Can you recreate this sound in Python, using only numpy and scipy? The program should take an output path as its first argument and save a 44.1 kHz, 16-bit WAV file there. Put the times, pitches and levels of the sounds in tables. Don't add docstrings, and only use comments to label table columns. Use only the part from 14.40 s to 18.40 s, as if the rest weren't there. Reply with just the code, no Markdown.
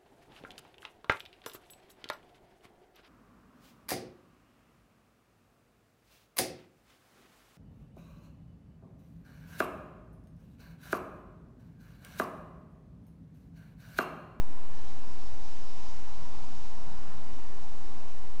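import sys
import numpy as np
from scipy import signal
from scipy.fft import rfft, irfft
from scipy.io import wavfile
from scipy.ndimage import uniform_filter1d

SR = 44100
rng = np.random.default_rng(int(sys.argv[2]) if len(sys.argv) > 2 else 0)


def pcm_store(signal):
    levels = np.round(np.clip(np.atleast_2d(signal), -1, 1) * 32767)
    wavfile.write(sys.argv[1], SR, levels.astype(np.int16).T)


N = 176400
T = np.arange(N) / SR
FREQS = np.fft.rfftfreq(N, 1 / SR)


def amp(db):
    return 10 ** (np.asarray(db) / 20)


def unit_rms(x):
    return x / np.sqrt(np.mean(x ** 2) + 1e-20)


def look_up(points, hz):
    f, value = np.transpose(points)
    return np.interp(np.log(hz + 1), np.log(f + 1), value)


def wobble(rate_hz):
    return unit_rms(irfft(rfft(rng.standard_normal(N)) * np.exp(-(FREQS / rate_hz) ** 2), N))


def shaped_noise(spectrum, loudness, db, flicker_db, share=None, frame=2048):
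    hop = frame // 4
    t = np.arange(N // hop + 6) * hop / SR
    hz = np.fft.rfftfreq(frame, 1 / SR)
    real, imag, flicker = rng.standard_normal((3, len(t), len(hz)))
    flicker = uniform_filter1d(flicker, size=10, axis=0)
    flicker = unit_rms(uniform_filter1d(flicker, size=8, axis=1))
    swell_db = np.interp(t, *np.transpose(loudness))[:, None] * (look_up(share, hz) if share else 1)
    bands = (real + 1j * imag) * amp(look_up(spectrum, hz) + swell_db + flicker_db * flicker)
    noise = signal.istft(bands.T, nperseg=frame, noverlap=frame - hop)[1][:N]
    return amp(db) * unit_rms(noise)


def bell(x, centre, spread):
    return np.exp(-0.5 * ((x - centre) / spread) ** 2)


# f/Hz, relative level/dB
HISS_SPECTRUM = [(200, -1), (1400, 4), (1650, 3), (1850, 6), (2150, 2), (2400, 3.5), (2850, 2.4),
                 (3300, -0.6), (3850, 0.9), (4550, -1.5), (5200, 2), (5700, -1), (6050, -0.6), (7000, -4.5),
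                 (7950, -9)]
# t/s, relative level/dB
HISS_LOUDNESS = [(0, -2.5), (0.333, -1.5), (.37, 0), (0.492, 1.3), (.63, -0.3), (0.749, 1.4), (.98, 0.5),
                 (1.04, 2.2), (1.21, 1.4), (1.478, 3), (1.701, 1.4), (2.302, 2), (2.34, 0.3), (3.0, 0.2),
                 (3.652, 0), (4, -0.5)]
# f/Hz, factor
HISS_SWELL_SHARE = [(1900, -0.1), (2500, 0.72), (3300, 1.15), (5200, 1.7), (8000, 1.3)]
def camera_hiss():
    return shaped_noise(HISS_SPECTRUM, HISS_LOUDNESS, db=-56.5, flicker_db=1.15,
                        share=HISS_SWELL_SHARE, frame=1024)


# multiple of the ripple frequency, level/dB
BUZZ_TONES = [(2, -68), (3, -64.5), (6, -67.5), (9, -70.5), (11, -72.5), (13, -77.5)]
def electrical_ripple(hz=18.75, db=-51.5, first_pause_s=0.83, every_s=0.92, half_pause_s=0.15):
    phase = 2 * np.pi * hz * T
    from_pause = (T - first_pause_s + every_s / 2) % every_s - every_s / 2
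    running = 1 - np.exp(-(from_pause / half_pause_s) ** 4)
    flutter = amp(db) * running * np.sin(phase)
    buzz = sum(amp(level) * np.sin(k * phase + 2 * np.pi * rng.random()) for k, level in BUZZ_TONES)
    return np.sqrt(2) * (flutter + buzz)


# middle t/s, half length/s, f/Hz, spread/Hz, peak level/dB
FAR_WHINES = [(.1, 0.17, 974, 9.7, -62), (0.37, 0.11, 1770, 59, -68), (0.448, 0.067, 3210, 36, -71.5),
              (1.824, 0.15, 956, 16, -61), (2.683, 0.16, 1320, 330, -62), (3.097, 0.073, 1840, 96, -67.5)]
DULL_BUMPS = [(0.883, 0.017, 54.3, 14, -47), (0.953, 0.026, 65, 19, -46), (1.77, 0.04, 163, 16, -57.5),
              (2.01, 0.034, 55.4, 17, -49.5), (2.942, 0.022, 42.7, 16, -46),
              (2.948, 0.027, 258, 9.6, -54.5)]
def whines_and_bumps():
    sound = np.zeros(N)
    for middle_s, half_s, hz, spread_hz, db in FAR_WHINES + DULL_BUMPS:
        band = irfft(rfft(rng.standard_normal(N)) * bell(FREQS, hz, spread_hz), N)
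        fade = bell(T, middle_s, half_s)
        sound += amp(db) * unit_rms(band * fade) * np.sqrt(np.mean(fade ** 2))
    return sound


def far_engine_note(hz=387.6, db=-63.5, middle_s=3.25, half_s=0.87):
    pitch = hz * (1 + 0.012 * wobble(rate_hz=7.5))
    strength = 1 + 0.8 * wobble(rate_hz=10)
    note = np.sin(2 * np.pi * np.cumsum(pitch) / SR)
    fade = np.exp(-((T - middle_s) / half_s) ** 2)
    return amp(db) * fade * unit_rms(strength * note)


# f/Hz, relative level/dB
VEHICLE_SPECTRUM = [(65, -23.5), (105, -0.5), (175, -1), (240, -3.5), (280, -2.5), (315, -19), (600, -51.5)]
def far_vehicle():
    loudness = [(1.681, -33.5), (1.741, 1), (2.938, 1.5), (3.05, -31)]  # t/s, relative level/dB
    return shaped_noise(VEHICLE_SPECTRUM, loudness, db=-61.5, flicker_db=2.5)


# f/Hz, relative level/dB
RUMBLE_SPECTRUM = [(4, -7.5), (12, 3), (26, 6), (45, 0), (62, 1), (90, -4), (130, -19.5), (300, -23.5),
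                   (1000, -54.5)]
def road_rumble():
    return shaped_noise(RUMBLE_SPECTRUM, loudness=[(0, 0)], db=-52, flicker_db=1.5, frame=4096)


# f/Hz, relative level/dB
DRONE_SPECTRUM = [(40, -12), (100, 0), (200, -1.7), (280, -0.35), (380, -2), (430, -12.5), (600, -18.5),
                  (1500, -68)]
# t/s, relative level/dB
DRONE_LOUDNESS = [(0, 0), (.55, 1), (1.1, -1), (1.659, -2.5), (1.779, -2), (2.3, -3.5), (2.55, -1.5),
                  (2.9, -1), (3.25, -2.5), (3.55, 1), (3.7, -4), (4, -2.5)]
def engine_drone():
    return shaped_noise(DRONE_SPECTRUM, DRONE_LOUDNESS, db=-56.6, flicker_db=0.44)


# f/Hz, relative level/dB
ROAR_SPECTRUM = [(200, -24.5), (470, -7), (560, -6.5), (650, -3), (730, -3.5), (800, -1), (975, -1.8),
                 (1030, -4.5), (1100, -5.5), (1250, -10.5), (1450, -19), (2200, -34), (4000, -40)]
# t/s, relative level/dB
ROAR_LOUDNESS = [(0, -1), (0.301, 0.7), (1.3, -.5), (1.478, 2.9), (1.597, 1), (1.799, 2.7), (2.298, 3),
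                 (2.519, 3), (2.722, 3.9), (2.95, 1.5), (3.402, 1.5), (4, -2.3)]
# f/Hz, factor
ROAR_SWELL_SHARE = [(600, 0.28), (920, 0.74), (1400, .8)]
def tyre_roar():
    return shaped_noise(ROAR_SPECTRUM, ROAR_LOUDNESS, db=-54.5, flicker_db=0.72, share=ROAR_SWELL_SHARE)


def scene():
    small_sounds = whines_and_bumps()
    traffic = tyre_roar() + engine_drone() + far_vehicle() + road_rumble() + far_engine_note()
    return (small_sounds + traffic + camera_hiss() + electrical_ripple())[None]


def record(dry):
    cutoff_hz, offset = 8140, -0.1559
    low_pass = signal.firwin(401, cutoff_hz, window=("kaiser", 6), fs=SR)
    return signal.oaconvolve(dry, low_pass[None], "same") + offset


dry = scene()
out = record(dry)
pcm_store(out)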